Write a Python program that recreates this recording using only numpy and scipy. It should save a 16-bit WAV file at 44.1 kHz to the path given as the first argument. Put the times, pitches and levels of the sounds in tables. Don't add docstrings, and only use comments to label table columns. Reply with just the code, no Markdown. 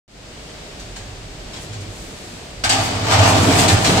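import sys
import numpy as np
from scipy import signal
from scipy.fft import rfft, irfft
from scipy.io import wavfile

SR = 44100
rng = np.random.default_rng(int(sys.argv[2]) if len(sys.argv) > 2 else 0)


def persist_wave(psi):
    counts = np.round(np.clip(psi, -1, 1) * 32767).astype(np.int16)
    wavfile.write(sys.argv[1], SR, np.atleast_2d(counts).T)


N = 176400
T = np.arange(N) / SR

# freq_hz, coherence (clipped to 1)
COHERENCE = [(60, 2), (130, .92), (290, 0.84), (640, 0.39), (1400, 0.03), (3100, 0), (15000, 0.01)]
# freq_hz, difference_db
BALANCE_DB = [(100, -2), (250, -0.8), (1300, 0.5), (4400, 0.6), (8100, 3.5), (15000, -0.2)]
# freq_hz, relative_db
AIR_SPECTRUM = [(15, -22), (28, -4.5), (45, -1.5), (80, -9), (140, -7), (230, -10.5), (430, -11),
                (700, -14), (1020, -19.5), (2600, -19), (4800, -20.5), (5800, -24), (8200, -25.5),
                (9500, -35.5), (15500, -48)]
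# time_s, level_db
AIR_ENVELOPE = [(0, -34), (.5, -34.5), (.85, -36), (1.28, -37), (1.55, -35), (1.9, -36), (2.35, -35),
                (2.6, -36), (4, -28)]
# pitch_hz, level_db
HUM_TONES = [(613, -54), (744, -61), (959, -65)]
# time_s, level_db
RUMBLE_ENVELOPE = [(0, -55.5), (1.4, -48), (1.9, -40), (2.2, -47.5), (2.62, -54), (2.73, -30), (2.9, -30.5),
                   (3.06, -28.5), (3.16, -31), (3.38, -18.5), (3.47, -17), (3.54, -17.5), (3.7, -19),
                   (3.83, -24.5), (3.9, -18), (4, -20)]
# freq_hz, relative_db
RUMBLE_SPECTRUM = [(25, -48), (55, -49), (80, 3), (120, 1.5), (165, 5.5), (215, -1.5), (265, -1), (305, 2),
                   (385, -4.5), (440, 0.5), (540, -10.5), (800, -24.5), (3000, -64)]
# time_s, level_db
DRONE_ENVELOPE = [(0, -51), (.4, -45.5), (.8, -45.5), (1.05, -37.5), (1.5, -43.5), (1.75, -46), (2.0, -42),
                  (2.3, -48), (2.7, -40), (4, -48)]
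# time_s, level_db
BOOM_ENVELOPE = [(0, -64), (.9, -48.5), (1.12, -40), (1.4, -50), (1.78, -35), (2.05, -43.5), (2.3, -70),
                 (2.6, -40), (2.7, -27), (2.92, -25.5), (3.08, -26), (3.2, -13), (3.28, -19.5),
                 (3.44, -19.5), (3.6, -28), (3.67, -28), (3.735, -12.5), (3.8, -28), (4, -30)]
# pitch_hz, relative_db, width_hz
PANEL_MODES = [(97, -1.5, 5.2), (108.1, 0, 5)]
# pitch_hz, relative_db, t60_s
WALL_MODES = [(166, -3, .6), (262, 0, .9), (307, -2, .7), (429, -7, .6), (445, -7, .6), (612, -3, .8),
              (641, 1, .9), (673, -2, 1.1), (720, -3, .8), (782, 2, 1.0), (805, -3, .7), (861, -4, .7),
              (988, -2, .9), (1101, -4, 1.0), (1144, -4, 1.0), (1232, -5, .9), (1507, -6, .6),
              (1765, -7, .7), (2283, -8, .7), (2568, -7, .5), (2865, -4, .5), (4318, -5, .4)]
# freq_hz, t60_s
SHEET_DECAY = [(150, 0.84), (750, 0.36), (2000, 0.19), (7000, 0.16), (15000, 0.13)]
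# freq_hz, t60_s
HALL_DECAY = [(150, 3.7), (750, 1.6), (3000, 1.98), (8000, 1.38), (15000, 1.03)]
# start_s, relative_db, tilt_db_per_octave, chatter_s, peak_hz
KNOCK_EVENTS = [(0.795, -20.5, 2.5, 0.011, 6000), (0.961, -17, 1.5, 0.0069, 6900),
                (1.533, -18, 1.5, 0.011, 4000), (1.562, -18, 0.5, 0.013, 3300),
                (1.729, -20, 1, 0.0092, 6800), (1.807, -26, 4.5, 0.0086, 6000), (2.638, 3, -1, 0.02, 1520),
                (2.693, 2.5, 3, .01, 4700), (2.718, 0.5, 0.5, 0.024, 745), (3.122, -3.5, -2, 0.007, 850),
                (3.289, -17, 7, 0.0099, 640), (3.42, -8, -2.5, 0.0072, 2300),
                (3.523, -4.5, 1.5, 0.0052, 4000), (3.549, -2.5, -3, 0.0062, 1770),
                (3.586, 1, 2, 0.0065, 8050), (3.608, -5.5, -3, .015, 2650), (3.68, 0.5, 3.5, 0.011, 4050),
                (3.694, -0.5, -2, 0.016, 2900), (3.845, 3, .5, 0.03, 4100), (3.892, -4, -3.5, 0.0092, 1730),
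                (3.971, -0.5, -1.5, 0.0069, 3000)]
# freq_hz, relative_db
KNOCK_SPECTRUM = [(40, -10), (110, 0), (250, -13), (500, -16), (750, 5), (1100, -3), (2000, 0), (3000, 0),
                  (4700, -2), (5700, -5), (8300, -4.5), (9800, -19.5), (15500, -25.5)]
# centre_s, width_s, level_db
SCUFF_EVENTS = [(1.63, .025, -42.5), (2.0, .07, -46.5), (2.25, 0.17, -48.5), (2.85, .035, -32),
                (3.29, .02, -25), (3.45, 0.069, -29), (3.61, 0.042, -24), (3.73, 0.017, -27.5),
                (3.9, 0.083, -29.5)]
# freq_hz, relative_db
SCUFF_SPECTRUM = [(500, -38), (3000, -14), (7500, 5), (10500, -4), (15500, -16)]
# time_s, level_db
GRIND_ENVELOPE = [(2.62, -57), (2.66, -29), (2.78, -24.5), (2.87, -27), (2.98, -32), (3.06, -23.5),
                  (3.11, -18.5), (3.16, -15.5), (3.3, -17.5), (3.4, -18), (3.5, -20), (3.62, -20),
                  (3.73, -22.5), (3.82, -27.5), (3.89, -22), (4, -23.5)]
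# freq_hz, relative_db
GRIND_SPECTRUM = [(30, -43), (100, -25), (400, -15.5), (530, -4.5), (630, 3), (800, 0.5), (1200, -2),
                  (1500, -4.5), (2100, -6), (4600, -7.5), (5600, -10), (8100, -14), (9800, -25.5),
                  (15500, -34.5)]
# start_s, level_db
FRAME_HITS = [(2.640, -29), (2.698, -22)]
# pitch_hz, relative_db, t60_s
LOADER_MODES = [(262, -3, 1.6), (325, -8, 1.4), (676, -2, 1.3), (729, -2, .8), (785, 0, .8), (865, -3, .7),
                (1236, -7, 1.0), (1540, 0, .25), (2853, 0, .3), (4318, -1, .38), (4615, -1, .35),
                (4721, -4, .5), (5604, -3, .3), (8274, -5, .25)]


def amp(db):
    return 10 ** (np.asarray(db) / 20)


def unit(x):
    return x / np.sqrt(np.mean(x ** 2) + 1e-20)


def bell(x, centre, width):
    return np.exp(-.5 * ((x - centre) / width) ** 2)


def lookup(table, hz):
    table_hz, values = np.transpose(table)
    return np.interp(np.log(hz + 1), np.log(table_hz + 1), values)


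def envelope(table):
    return amp(np.interp(T, *np.transpose(table)))


def freqs_hz(size):
    return np.fft.rfftfreq(size, 1 / SR)


def colour(x, spectrum):
    hz = abs(np.fft.fftfreq(4096, 1 / SR))
    log_gain = np.log(unit(amp(lookup(spectrum, hz))))
    taps = np.fft.ifft(np.exp(np.conj(signal.hilbert(log_gain)))).real
    return signal.oaconvolve(x, taps[None], axes=1)[:, :x.shape[1]]


def diffuse(size):
    left, other = rfft(rng.standard_normal((2, size)))
    coherence = np.clip(lookup(COHERENCE, freqs_hz(size)), -1, 1)
    right = coherence * left + np.sqrt(1 - coherence ** 2) * other
    return irfft(np.array([left, right]), size)


def noise(spectrum):
    return unit(colour(diffuse(N), spectrum))


def drift(width_hz):
    white = rng.standard_normal(N) + 1j * rng.standard_normal(N)
    return unit(np.fft.ifft(white * bell(np.fft.fftfreq(N, 1 / SR), 0, width_hz)))


def hall_air():
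    return noise(AIR_SPECTRUM) * envelope(AIR_ENVELOPE)


def machine_hum(waver_hz=3.125):
    out = np.zeros(N)
    for pitch_hz, level_db in HUM_TONES:
        hz = pitch_hz + waver_hz * drift(width_hz=3.24).real
        out += amp(level_db) * np.sqrt(2) * np.sin(2 * np.pi * np.cumsum(hz) / SR)
    return out


def cut_deep_bass(vibration, cutoff_hz=61):
    return signal.sosfilt(signal.butter(4, cutoff_hz, "high", fs=SR, output="sos"), vibration)


def body_rumble():
    return cut_deep_bass(noise(RUMBLE_SPECTRUM) * envelope(RUMBLE_ENVELOPE))


def resonance(pitch_hz, width_hz, steadiness=0.54):
    shake = drift(width_hz)
    steadied = shake / (abs(shake) + 0.029) ** steadiness
    return unit((steadied * np.exp(2j * np.pi * pitch_hz * T)).real)


def rolling_drone():
    return resonance(pitch_hz=47.8, width_hz=7.4) * envelope(DRONE_ENVELOPE)


def panel_boom():
    modes = sum(amp(db) * resonance(hz, width_hz) for hz, db, width_hz in PANEL_MODES)
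    return cut_deep_bass(unit(modes) * envelope(BOOM_ENVELOPE))


def dense_ring(decay, rise_s):
    hz, time_s, bands = signal.stft(diffuse(SR), SR, nperseg=256)
    bands = bands * amp(-60 * time_s / lookup(decay, hz)[:, None])
    tail = signal.istft(bands, SR, nperseg=256)[1][:, :SR]
    attack = 1 - np.exp(-T[:SR] / rise_s)
    return unit(tail * attack) / np.sqrt(SR)


def modal_ring(modes):
    t, out = T[:SR], np.zeros((2, SR))
    for hz, db, t60_s in modes:
        spread_rad = np.arccos(np.clip(lookup(COHERENCE, hz), -1, 1))
        phase_rad = spread_rad * rng.choice([-.5, .5]) * np.array([[1], [-1]])
        decay = amp(db - 60 * t / t60_s)
        out += rng.choice([-1, 1]) * decay * np.sin(2 * np.pi * hz * t + phase_rad)
    return unit(out) / np.sqrt(SR)


def bin_response(force, spectrum, hall_db, modes_db):
    sheet = dense_ring(SHEET_DECAY, rise_s=0.00038)
    hall = amp(hall_db) * dense_ring(HALL_DECAY, rise_s=0.005)
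    walls = amp(modes_db) * modal_ring(WALL_MODES)
    response = colour(sheet + hall, spectrum) + walls
    return signal.fftconvolve(force[None], response, axes=1)[:, :N]


def add(mix, start_s, sound):
    part = mix[:, round(start_s * SR):][:, :sound.shape[1]]
    part += sound[:, :part.shape[1]]


def clink(count=18, low_hz=1500, high_hz=8400, t60_s=.28):
    partials_hz = low_hz + (high_hz - low_hz) * (np.arange(count) + rng.random(count)) / count
    return modal_ring([(hz, -3 * np.log2(max(hz / 4000, 1)), t60_s) for hz in partials_hz])


def mode_clusters_db(hz, depth_db=3, spacing_hz=110):
    grid_hz = np.arange(512) * spacing_hz
    ripple = np.interp(hz, grid_hz, rng.uniform(-0.64, 1, len(grid_hz)))
    return depth_db * ripple * np.clip(hz / 1000 - .5, 0, 1)


def knocks(gain_db=10, contacts_per_s=3000, clink_ratio=.45, peak_db=5.5, peak_octaves=0.054):
    out, t = np.zeros((2, N)), T[:4096]
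    for start_s, relative_db, tilt_db_per_octave, chatter_s, peak_hz in KNOCK_EVENTS:
        contacts = rng.standard_normal(len(t)) * (rng.random(len(t)) < contacts_per_s / SR)
        chatter = contacts * np.exp(-(t / chatter_s) ** 2)
        force = chatter / (np.linalg.norm(chatter) + 1e-9)
        force[0] += 0.33
        hit = bin_response(force, KNOCK_SPECTRUM, hall_db=-4, modes_db=-27)
        add(hit, 0, clink_ratio * np.linalg.norm(hit[0]) * clink())
        hz = freqs_hz(hit.shape[1])
        tilt_db = tilt_db_per_octave * np.log2(np.clip(hz, 400, 9000) / 3000)
        boost_db = peak_db * bell(np.log2((hz + 1) / peak_hz), 0, peak_octaves)
        shaped = irfft(rfft(hit) * amp(tilt_db + boost_db + mode_clusters_db(hz)), hit.shape[1])
        add(out, start_s, amp(gain_db + relative_db) * shaped)
    return out


def wheel_scuffs():
    swells = sum(amp(db) * bell(T, centre_s, width_s) for centre_s, width_s, db in SCUFF_EVENTS)
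    return noise(SCUFF_SPECTRUM) * swells


def guide_grind(blows_per_s=800, spread_db=2, jerk_db=1.1, tails=3, cycle_hz=1.6):
    blows = rng.standard_normal(N) * amp(spread_db * np.minimum(rng.exponential(1, N), 4))
    blows *= rng.random(N) < blows_per_s / SR
    jerk = amp(jerk_db * unit(drift(width_hz=25).real))
    force = unit(blows * jerk) * envelope(GRIND_ENVELOPE)
    tail_index = np.floor(tails * cycle_hz * T + 2 * rng.random(N)) % tails
    return sum(bin_response(force * (tail_index == k), GRIND_SPECTRUM, hall_db=-7.5, modes_db=-3)
               for k in range(tails))


def frame_ring():
    out = np.zeros((2, N))
    for start_s, level_db in FRAME_HITS:
        ring = modal_ring(LOADER_MODES)
        onset_rms = np.std(ring[:, :SR // 20])
        add(out, start_s, amp(level_db) * ring / onset_rms)
    return out


def wheel_groan(centre_s=3.488, width_s=.02, level_db=-16):
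    return amp(level_db) * resonance(pitch_hz=292.6, width_hz=14) * bell(T, centre_s, width_s)


def scene():
    hall = hall_air() + machine_hum()
    clatter = knocks() + frame_ring() + guide_grind()
    rolling = body_rumble() + panel_boom() + rolling_drone() + wheel_groan() + wheel_scuffs()
    balance = amp(lookup(BALANCE_DB, freqs_hz(2 * N)) * np.array([[.5], [-.5]]))
    return irfft(rfft(hall + clatter + rolling, 2 * N) * balance)[:, :N]


def record(dry):
    start_s, rise_s, start_gain, cutoff_hz = 0.079, 0.24, 0.12, 15800
    fade = 1 - (1 - start_gain) * np.exp(-np.maximum(T - start_s, 0) / rise_s)
    faded = dry * (T > start_s) * fade
    clipped = faded / (1 + faded ** 8) ** (1 / 8)
    lowpass = signal.firwin(511, cutoff_hz, window=("kaiser", 9), fs=SR)
    return signal.oaconvolve(clipped, lowpass[None], "same")


dry = scene()
out = record(dry)
persist_wave(out)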